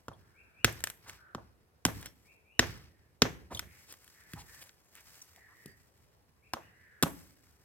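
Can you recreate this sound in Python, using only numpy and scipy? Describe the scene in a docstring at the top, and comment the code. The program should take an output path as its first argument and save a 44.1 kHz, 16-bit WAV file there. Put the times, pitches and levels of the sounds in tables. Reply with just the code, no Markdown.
"""Chopping a coconut

A heavy curved blade chops into a dry husk on grass, close to a two-port microphone: noise bursts ring husk
and shell, decaying tones make the thuds and chinks, and gritty noise makes the rustle of hands and fibres.
A wall and the yard throw the blows back as smeared copies and a sparse reverberant tail.
Far off a bird whistles in pairs (sine glides) and crows caw (pulsed noise) over a quiet wash of noise."""
import sys
import numpy as np
from scipy import signal
from scipy.fft import rfft, irfft
from scipy.io import wavfile
from scipy.ndimage import uniform_filter1d

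SR = 44100
rng = np.random.default_rng(int(sys.argv[2]) if len(sys.argv) > 2 else 0)


def master_out(mix):
    """Clip the mix to full scale and print it as 16-bit PCM to the path in sys.argv[1]."""
    frames = np.transpose(np.atleast_2d(mix))
    ceiling = np.clip(frames, -1, 1)
    pcm = np.round(ceiling * 32767).astype(np.int16)
    wavfile.write(sys.argv[1], SR, pcm)


N = 336924

# Levels in the event tables are set against each other; the sources trim them further.
# Spectrum of leaves and traffic. Each row: frequency in Hz, density in relative dB per Hz.
WASH = [(15, -44.5), (25, -17.5), (90, -9), (187, -17), (410, -4.5), (952, -11), (5130, -29.5),
        (11000, -27.5), (14800, -30.5), (16500, -38)]
WASH_DB = -73.5  # rms
# Likeness of left and right in wash and yard. Each row: frequency in Hz, correlation (clipped to 1).
SAME = [(60, 1), (130, -1.6), (290, 0.98), (640, 0.2), (1410, -0.39), (3100, 0.11), (6820, 0.34),
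        (15000, 1)]
# Far caws. Each row: start in seconds, length in seconds, throat resonance in Hz at the start,
# the same in Hz at the end, throat width in Hz, level in dB.
CAWS = [(0.1, 0.85, 1560, 1450, 506, -73), (1.161, 0.18, 1480, 1440, 307, -61.5),
        (2.845, 0.24, 1900, 1700, 300, -78), (3.643, 0.17, 1930, 2130, 710, -63.5),
        (4.1, 0.35, 1850, 1800, 607, -64.5), (4.472, 0.094, 1744, 1840, 350, -59),
        (5.324, 0.19, 2000, 1770, 305, -62.5), (5.519, 0.2, 1920, 1820, 298, -62.5),
        (6.488, 0.43, 1520, 1700, 300, -70.5), (6.555, 0.27, 1870, 1920, 300, -69),
        (6.766, 0.27, 1960, 1450, 438, -64.5), (7.252, 0.31, 1733, 1400, 300, -82)]
# Whistles in pairs. Each row: start in seconds, length in seconds, level in dB,
# start of the second note in seconds after the first, its length in seconds, its level in dB.
WHISTLES = [(0.337, 0.077, -59.5, 0.18, 0.14, -60), (2.244, 0.075, -61, 0.18, .15, -65),
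            (6.418, 0.044, -63, 0.14, 0.11, -67)]
FIRST_HZ, SECOND_HZ = (2160, 2760), (2270, 3020)  # each note glides up from, to
# How long the yard rings, before stretching. Each row: frequency in Hz, 60 dB decay time in seconds.
YARD = [(100, 0.69), (300, 0.74), (700, 0.49), (2000, 0.47), (5000, 0.26), (10000, 0.4), (16000, 0.46)]
# Copies off the walls. Each row: delay in seconds, 60 dB decay time of the smear in seconds, level in dB.
ECHOES = [(0.025, 0.026, -23.5), (0.033, 0.011, -16.5), (0.036, 0.12, -13.5), (.143, .006, -55)]
# What the walls favour. Each row: resonance in Hz, width in Hz, relative level in dB.
WALL = [(200, 200, -10), (610, 530, 5.5), (2000, 1500, -7), (5000, 2800, -20)]
# Hands working over husk and grass, as an envelope. Each row: time in seconds, fine rustle level in dB.
HANDS = [(0, -83.5), (1.7, -92), (2.3, -75.5), (2.551, -94.5), (3.548, -86), (3.701, -70.5), (3.8, -63),
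         (3.85, -66.5), (4.0, -67.5), (4.171, -67), (4.26, -72.5), (4.32, -65), (4.44, -67), (4.54, -56.5),
         (4.59, -62.5), (4.68, -65), (4.751, -76.5), (4.92, -73), (4.97, -65), (5.05, -67.5), (5.15, -61),
         (5.34, -68.5), (5.45, -76.5), (5.65, -72.5), (5.8, -73.5), (6.061, -81.5), (6.3, -86.5),
         (6.602, -82), (7.0, -82), (7.19, -63), (7.36, -75), (7.64, -77)]
# The stuck blade is wrenched in its cut. Each row: start in seconds, length in seconds,
# fine rustle in dB, coarse scrape in dB, low shuffle in dB.
WRENCHES = [(0.728, 0.25, -69, -84, -64), (0.971, 0.29, -69.5, -62.5, -71), (1.895, 0.22, -61.5, -59, -51)]
# Colours of the three grain sizes of rustle. Each row: frequency in Hz, density in relative dB per Hz.
FINE = [(2650, -34), (4500, 1), (8010, 3), (9900, -3), (12200, 0.5), (15000, -3), (16200, -1), (16500, -50)]
COARSE = [(250, -37), (500, -10), (1000, 1.5), (2000, 4), (3500, -3), (5500, 1), (8000, -23)]
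SHUFFLE = [(20, -43), (40, -2.5), (70, 5.5), (120, -1), (250, -11), (450, -16.5), (700, -50)]
HANDS_COARSE_DB, CRUSH_COARSE_DB = -2.5, 10  # coarse scrape against fine rustle
STILL_COARSE_DB, STILL_SHUFFLE_DB = -86.5, -70  # steady floors of scrape and shuffle
TICKS_PER_S, TICKS_DB = 70, -11  # single ticks in the rustle; level against fine rustle
AFTER_S = 0.052  # crushed husk and rocking nut swell to their top this long after a hit
# Blade on husk. Each row: start in seconds, crack in dB, knock in dB, sizzle in dB, deep thud in dB,
# hollow thud in dB, hollow pitch as a factor, crushed husk in dB, rocking in dB.
BLOWS = [(0.082, -44, -36.5, -57, -46.5, -44.5, 1.19, -90, -63.5),
         (0.6448, -14.5, -21.5, -22.5, -29, -27, 1.15, -65, -50),
         (1.348, -40.5, -34, -52.5, -44, -36, 1.02, -86.5, -61.5),
         (1.8512, -16, -24, -22, -30.5, -20, 0.84, -74.5, -51),
         (2.5929, -13, -20, -26, -33, -23, 1.16, -59.5, -43),
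         (3.2194, -12.5, -18.5, -29.5, -28.5, -18, 1.15, -73.5, -48),
         (6.5348, -31, -30.5, -39.5, -57, -36, 1.12, -87, -69.5),
         (7.0256, -21.5, -27, -20, -43, -26.5, 0.92, -86, -56)]
BLOW_T60_S, CRACK_T60_S = 0.026, 0.021  # 60 dB decay of the noise burst
THUD_LATE_S = 0.0042  # the nut meets the soil just after the edge bites
# The nut set down, rolled or driven onto the ground. Each row: start in seconds, hollow thud in dB,
# deep thud in dB, hollow pitch as a factor, rocking in dB.
BUMPS = [(3.512, -43.5, -52, 0.87, -51), (4.337, -41, -41, 0.91, -58.5), (5.658, -42.5, -51.5, 1.01, -69),
         (7.0335, -18, -47, 0.834, -70)]
# Short cracks: snapping fibres, the crack of a bump, and the last blow's second bite.
# Each row: start in seconds, crack in dB, knock in dB, sizzle in dB.
CRACKS = [(0.7253, -59, -60, -42), (0.8046, -47, -55, -48.5), (0.839, -27, -36.5, -26.5),
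          (0.8715, -34.5, -78, -37.5), (0.9, -39, -48.5, -35), (0.973, -64, -70, -64),
          (1.0952, -41, -52.5, -50.5), (1.8632, -35, -36.5, -33), (2.0124, -61, -75, -50),
          (2.0273, -45.5, -52, -50), (2.0587, -41, -50.5, -41), (2.0668, -46, -61, -58),
          (3.5928, -29, -42.5, -37), (3.924, -48.5, -56, -45), (3.9387, -51.5, -58, -56),
          (4.043, -61, -70, -56), (4.0776, -56, -72.5, -53), (4.237, -65, -82, -64),
          (4.334, -42, -54, -47.5), (4.418, -55, -66, -62), (4.6383, -60, -70, -57),
          (4.6929, -51, -76, -70), (4.9524, -53.5, -69, -50.5), (5.3609, -57.5, -66, -58),
          (5.659, -49.5, -66, -46.5), (7.0328, -23.5, -25, -34)]
# The blade chinks as it comes free. Each row: start in seconds, level in dB, pitch as a factor,
# ring time as a factor (a looser grip rings longer), lift of the fourth mode in dB.
TINKS = [(.133, -57.5, 0.96, 1.8, -6), (2.056, -40, .92, 2.1, 15), (3.548, -28.5, 1.04, 0.67, 10),
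         (3.572, -33, 0.93, 0.83, -4), (3.594, -51, 1.005, 1, 0), (3.907, -45, 1.5, 1, -10),
         (6.54, -61.5, 1, 1.7, 20)]
# Short drags of blade or husk, one faint narrow hiss and one faint ring of the blade.
# Each row: start in seconds, length in seconds, centre in Hz, width in Hz, level in dB.
SCUFFS = [(1.047, 0.068, 1120, 1510, -54), (1.067, 0.047, 5860, 9000, -52), (1.987, 0.1, 1650, 2520, -60),
          (3.501, 0.04, 671, 975, -43.5), (3.502, 0.095, 5800, 9260, -52), (3.869, 0.074, 5000, 9100, -54),
          (4.352, 0.047, 910, 400, -51.5), (4.372, 0.057, 5000, 8000, -52.5), (4.758, 0.26, 6720, 700, -79),
          (4.944, 0.073, 2000, 1810, -59), (4.608, 0.029, 9000, 14200, -50),
          (4.611, 0.023, 2570, 2960, -52.5), (5.212, .02, 11000, 10100, -55),
          (5.214, 0.014, 6080, 900, -47), (5.646, 0.11, 4760, 247.5, -71), (5.364, 0.033, 756, 503, -65.5),
          (5.463, 0.09, 1100, 610, -66.5)]
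# Broad resonances of husk, of splitting fibre ends, and of the shell under the husk.
# Each row: resonance in Hz, width in Hz, relative level in dB.
HUSK = [(1640, 1100, -8), (2600, 1200, -4.5), (3090, 2500, -9), (6020, 1700, -8.5)]
SIZZLE = [(8000, 2100, 1.5), (11000, 3700, -1), (12440, 3000, 2.5), (16500, 370, -2)]
KNOCK = [(602, 1400, -0.5), (1100, 920, 8)]
# Ringing modes of soil and rocking nut, of the hollow nut, and of the blade, before detuning.
# Each row: frequency in Hz, relative level in dB, 60 dB decay time in seconds.
DEEP = [(60, -11, 0.11), (107, -11, 0.26), (139, -6.5, 0.1)]
HOLLOW = [(215, -2.5, 0.095), (287, -3, 0.062), (349, 3.5, 0.033)]
BLADE = [(3430, 10, 0.036), (3740, 2.5, 0.048), (4580, -5, 0.063), (6100, -6, 0.051), (7440, -12, 0.039),
         (9920, -36, 0.053), (11500, 6, 0.017)]
# How far the right port lags for rustling hands, then for blows. Each row: frequency in Hz, lag in radians.
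LAG = [(300, 0), (800, .2), (1400, .6), (2300, 1.2), (3500, 2), (5000, 2.9), (7000, 4.4), (9500, 6.2),
       (16000, 6.3)]
BLOW_LAG = [(300, 0), (800, .2), (1400, .7), (2300, 1.2), (3500, 1.5), (5000, 2.1), (5800, 2.5),
            (6500, 3.9), (7500, 4.4), (9500, 4.9), (16000, 5.1)]
# Balance of the ports. Each row: frequency in Hz, left minus right in dB.
TILT = [(60, -2), (150, -2), (300, -.3), (1000, -1.5), (2500, -.6), (5000, 1.5), (13000, 2.4)]
EDGE_HZ = 16600  # upper band limit


def gain_of(db):
    """Decibels to gain."""
    return 10 ** (np.asarray(db) / 20)


def evened(x):
    """Scales to rms 1."""
    return x / np.sqrt(np.mean(x ** 2) + 1e-20)


def read(points, hz):
    """Reads a curve on a log-frequency axis."""
    f, value = np.transpose(points)
    return np.interp(np.log(hz + 1), np.log(f + 1), value)


def add(mix, s, sound):
    """Mixes a sound in at time s, cut off at the end of the mix."""
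    part = mix[..., round(s * SR):][..., :sound.shape[-1]]
    part += sound[..., :part.shape[-1]]


def resonate(x, hz, width):
    """A resonance of about unit gain at its peak, which follows the curve hz."""
    turn = np.exp(2j * np.pi * np.cumsum(hz * np.ones(len(x))) / SR)
    r = np.exp(-np.pi * width / SR)
    lowered = x / turn + 1e-18  # the resonance shifted down to 0 Hz
    return 2 * (turn * signal.lfilter([1 - r], [1, -r], lowered)).real


def body(x, modes):
    """Passes x twice through each broad resonance of a body, with alternating signs."""
    out = 0
    for k, (hz, width, db) in enumerate(modes):
        twice = resonate(resonate(x, hz, width), hz, width)
        out = out + (-1) ** k * gain_of(db) * twice
    return out


def coloured(x, points):
    """Filters x by a spectrum curve, then scales to rms 1."""
    hz = np.fft.rfftfreq(x.shape[-1], 1 / SR)
    return evened(irfft(rfft(x) * gain_of(read(points, hz)), x.shape[-1]))


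def grit(count, spread_db):
    """Noise whose samples differ much in size: many tiny breaks."""
    sizes = gain_of(spread_db * np.minimum(rng.exponential(1, count), 6))
    return evened(rng.standard_normal(count) * sizes)


def paired(left, other, hz):
    """Blends two independent spectra so that left and right are as alike as SAME asks."""
    same = np.clip(read(SAME, hz), -1, 1)[:, None]
    return np.array([left, same * left + np.sqrt(1 - same ** 2) * other])


def wash():
    """Distant leaves and traffic: smooth noise with drifting patches in time and frequency."""
    frames, hz = N // 256 + 5, np.fft.rfftfreq(1024, 1 / SR)
    a, b, c, d, patches = rng.standard_normal((frames, 513, 5)).T
    patches = evened(uniform_filter1d(uniform_filter1d(patches, 12, 0), 20, 1))
    z = paired(a + 1j * b, c + 1j * d, hz)
    z *= gain_of(read(WASH, hz)[:, None] + 1.4 * patches)
    noise = signal.istft(z, nperseg=1024, noverlap=768)[1][:, :N]
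    return gain_of(WASH_DB) * evened(noise)


def crows():
    """Rough puffs of noise, one a cycle at an unsteady pitch around 240 Hz, through a narrow throat."""
    out = np.zeros(N)
    for s, length, start_hz, end_hz, width, db in CAWS:
        u = np.arange(0, length, 1 / SR) / length
        wobble = uniform_filter1d(rng.standard_normal(len(u)), 400)
        turns = np.cumsum(240 * (1 + 2.4 * wobble)) / SR
        puffs = np.exp(-(turns % 1) / 0.25) * (0.6 + rng.standard_normal(len(u)))
        throat_hz = start_hz + (end_hz - start_hz) * u
        caw = evened(resonate(resonate(puffs, throat_hz, width), throat_hz, width))
        add(out, s, gain_of(db) * caw * signal.windows.tukey(len(u), 0.4))
    return out


def whistle(length, db, low_hz, top_hz):
    """A near-sine glide that levels off at the top."""
    u = np.arange(0, length, 1 / SR) / length
    hz = low_hz + (top_hz - low_hz) * np.sin(np.pi / 2 * u) ** 2.2
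    return gain_of(db) * np.sin(np.pi * u ** 1.1) * np.sin(2 * np.pi * np.cumsum(hz) / SR)


def bird():
    """A small bird whistles two rising notes at a time, the second one higher."""
    out = np.zeros(N)
    for s, length, db, gap, length_two, db_two in WHISTLES:
        add(out, s, whistle(length, db, *FIRST_HZ))
        add(out, s + gap, whistle(length_two, db_two, *SECOND_HZ))
    return out


def yard(x, wet_db, start, stretch):
    """Sparse taps of random sign dying band by band, swelling in over about start seconds."""
    taps = rng.choice([-1., 1.], (2, SR)) * (rng.random((2, SR)) < 0.1)
    hz, t, z = signal.stft(taps, SR, nperseg=256)
    z = paired(z[0], z[1], hz)
    decay = gain_of(-60 * t / stretch / read(YARD, hz)[:, None])
    tail = signal.istft(z * decay, SR, nperseg=256)[1][:, :SR]
    tail = tail * (1 - np.exp(-(np.arange(SR) / SR / start) ** 2))
    tail = tail / np.linalg.norm(tail[0])
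    return gain_of(wet_db) * signal.fftconvolve(x[None], tail, axes=1)[:, :N]


def walls(x):
    """Rough walls send back smeared, hollow copies: decaying noise after each delay."""
    back, t = np.zeros((2, 9000)), np.arange(3000) / SR
    for delay, t60, db in ECHOES:
        noise = rng.standard_normal((2, 3000)) + rng.standard_normal(3000)  # half shared by both sides
        smear = noise * gain_of(-60 * t / t60)
        add(back, delay, gain_of(db) * smear / np.linalg.norm(smear[0]))
    return signal.fftconvolve(body(x, WALL)[None], back, axes=1)[:, :N]


def swell(rows):
    """Sum of swells that follow hits at (s, top dB): a quick rise, a slower fall."""
    out, u = np.zeros(N), np.arange(SR // 2) / SR / AFTER_S
    for s, db in rows:
        add(out, s, gain_of(db) * u * np.exp(1 - u))
    return out


def rustle():
    """Gritty noise in three sizes for hands, crushed husk, rocking nut and wrenched blade, in short clumps."""
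    hands = gain_of(np.interp(np.arange(N) / SR, *np.transpose(HANDS)))
    crush = swell([(s, crush_db) for s, *_, crush_db, _ in BLOWS])
    rock = swell([(s, rock_db) for s, *_, rock_db in BLOWS + BUMPS])
    coarse = gain_of(STILL_COARSE_DB) + hands * gain_of(HANDS_COARSE_DB) + crush * gain_of(CRUSH_COARSE_DB)
    levels = np.array([hands + crush, coarse, gain_of(STILL_SHUFFLE_DB) + rock])
    for s, length, *dbs in WRENCHES:
        hump = np.sin(np.pi * np.arange(0, length, 1 / SR) / length) ** 2
        add(levels, s, gain_of(dbs)[:, None] * hump)

    quick = evened(uniform_filter1d(rng.standard_normal(N), 250))
    slow = evened(uniform_filter1d(rng.standard_normal(N), 1500))
    clumps = evened(quick + slow)

    ticks = rng.standard_normal(N) * (rng.random(N) < TICKS_PER_S / SR)
    out = gain_of(TICKS_DB) * levels[0] * evened(body(ticks, HUSK + SIZZLE)) * np.ones((2, 1))
    for level, colour, clump_db in zip(levels, (FINE, COARSE, SHUFFLE), (2.4, 2.6, 2.1)):
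        centre, apart = grit(N, spread_db=2.5), rng.standard_normal((2, N))
        out += level * gain_of(clump_db * clumps) * coloured(centre + 0.74 * apart, colour)
    return out


def scuff(length, hz, width, db):
    """Gritty noise through one resonance, swelling and fading: a drag if wide, a hiss or ring if narrow."""
    u = np.arange(0, length, 1 / SR) / length
    drag = resonate(resonate(grit(len(u), spread_db=-1.0), hz, width), hz, width)
    return gain_of(db) * evened(drag) * np.sin(np.pi * u ** 1.2)


def ring(db, modes, rise, detune, pitch=1):
    """A push rings decaying sine modes, tuned a little differently every time."""
    t = np.arange(12000) / SR
    tune = pitch * (1 + detune * (2 * rng.random(len(modes)) - 1))
    tone = np.zeros(len(t))
    for (hz, mode_db, t60), k in zip(modes, tune):
        tone += gain_of(mode_db - 60 * t / t60) * np.sin(2 * np.pi * hz * k * t)
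    tone = tone * (1 - np.exp(-t / rise))
    return gain_of(db) * tone / abs(tone).max()


def chink(db, pitch, loose, lift_db):
    """The freed blade rings its metal modes; a looser grip damps them less."""
    modes = []
    for k, (hz, mode_db, t60) in enumerate(BLADE):
        modes.append((hz, mode_db + lift_db * (k == 3), t60 * loose))
    return ring(db, modes, rise=0.000575, detune=0.0091, pitch=pitch)


def thud(deep_db, hollow_db, pitch):
    """The nut is driven into the soil; how it lies sets the pitch of its hollow."""
    deep = ring(deep_db + 6.5, DEEP, rise=0.0004, detune=0.17)
    hollow = ring(hollow_db + 3, HOLLOW, rise=0.00043, detune=0.051, pitch=pitch)
    return deep - hollow


def settling(sizzle_db):
    """Cut fibres go on crackling for a moment after a blow: sparse ticks that die away."""
    t = np.arange(12000) / SR
    ticks = grit(len(t), spread_db=2.5) * (rng.random(len(t)) < 0.1)
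    crackle = evened(body(ticks, HUSK[3:] + SIZZLE))
    return gain_of(sizzle_db - 31.0 - 60 * t / 0.45) * crackle


def crack(crack_db, knock_db, sizzle_db, t60):
    """A sharp blow and a burst of breaking fibres ring shell and husk; row two, for the yard, is one click."""
    t = np.arange(3000) / SR
    burst = grit(len(t), spread_db=1.5) * gain_of(-60 * t / t60) * (1 - np.exp(-(t / 0.00032) ** 2))
    blow = np.exp(-((t - 0.0006) / 0.00003) ** 2)  # the edge bites, then stops dead
    burst = burst - 3.6 * blow
    impulse = 1. * (t == 0)
    out = np.zeros((2, len(t)))
    for db, modes in ((knock_db, KNOCK), (crack_db, HUSK), (sizzle_db, SIZZLE)):
        ringing, click = body(burst, modes), body(impulse, modes)
        click = click * np.linalg.norm(ringing) / np.linalg.norm(click)  # same energy
        out += gain_of(db + 9) * np.array([ringing, click]) / abs(ringing).max()
    return out


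def chopping():
    """All blows, bumps, short cracks, chinks and scuffs: toward the microphone, toward the yard."""
    out = np.zeros((2, N))
    for s, crack_db, knock_db, sizzle_db, deep_db, hollow_db, pitch, _, _ in BLOWS:
        add(out, s, crack(crack_db, knock_db, sizzle_db, BLOW_T60_S))
        add(out, s + THUD_LATE_S, thud(deep_db, hollow_db, pitch))
        add(out, s + 0.0043, settling(sizzle_db))
    for s, hollow_db, deep_db, pitch, _ in BUMPS:
        add(out, s, thud(deep_db, hollow_db, pitch))
    for s, crack_db, knock_db, sizzle_db in CRACKS:
        add(out, s, crack(crack_db, knock_db, sizzle_db, CRACK_T60_S))
    for s, *row in TINKS:
        add(out, s, chink(*row))
    for s, *row in SCUFFS:
        add(out, s, scuff(*row))
    return out


def ports(blows, hands):
    """Near sounds reach the left port first; the right lags, and the balance shifts with frequency."""
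    hz = np.fft.rfftfreq(N, 1 / SR)
    tilt = gain_of(read(TILT, hz) / 2)
    left = rfft(blows + hands[0]) * tilt
    late_blows = rfft(blows) * np.exp(-1j * read(BLOW_LAG, hz))
    late_hands = rfft(hands[1]) * np.exp(-1j * read(LAG, hz))
    return irfft(np.array([left, (late_blows + late_hands) / tilt]), N)


def scene():
    """Near work with its echoes, far birds mostly as reverberation, over the wash."""
    (direct, away), whistles, caws = chopping(), bird(), crows()
    near = ports(direct, rustle())
    near = near + yard(away, wet_db=-16.5, start=0.0081, stretch=0.97) + walls(away)
    far_crows = caws * gain_of(-4.5) + yard(caws, wet_db=-2.0, start=0.014, stretch=1.0)
    far_bird = whistles * gain_of([[-4], [-6]])  # left, right
    far_bird = far_bird + yard(whistles, wet_db=2.5, start=0.012, stretch=1.6)
    return near + far_bird + far_crows + wash()


def record(dry):
    """The microphone drops the deepest bass; then the band limit."""
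    thin = signal.lfilter(*signal.butter(3, 55, "high", fs=SR), dry)
    lowpass = signal.firwin(255, EDGE_HZ, window=("kaiser", 9), fs=SR)
    return signal.oaconvolve(thin, lowpass[None], "same")


dry = scene()
out = record(dry)
master_out(out)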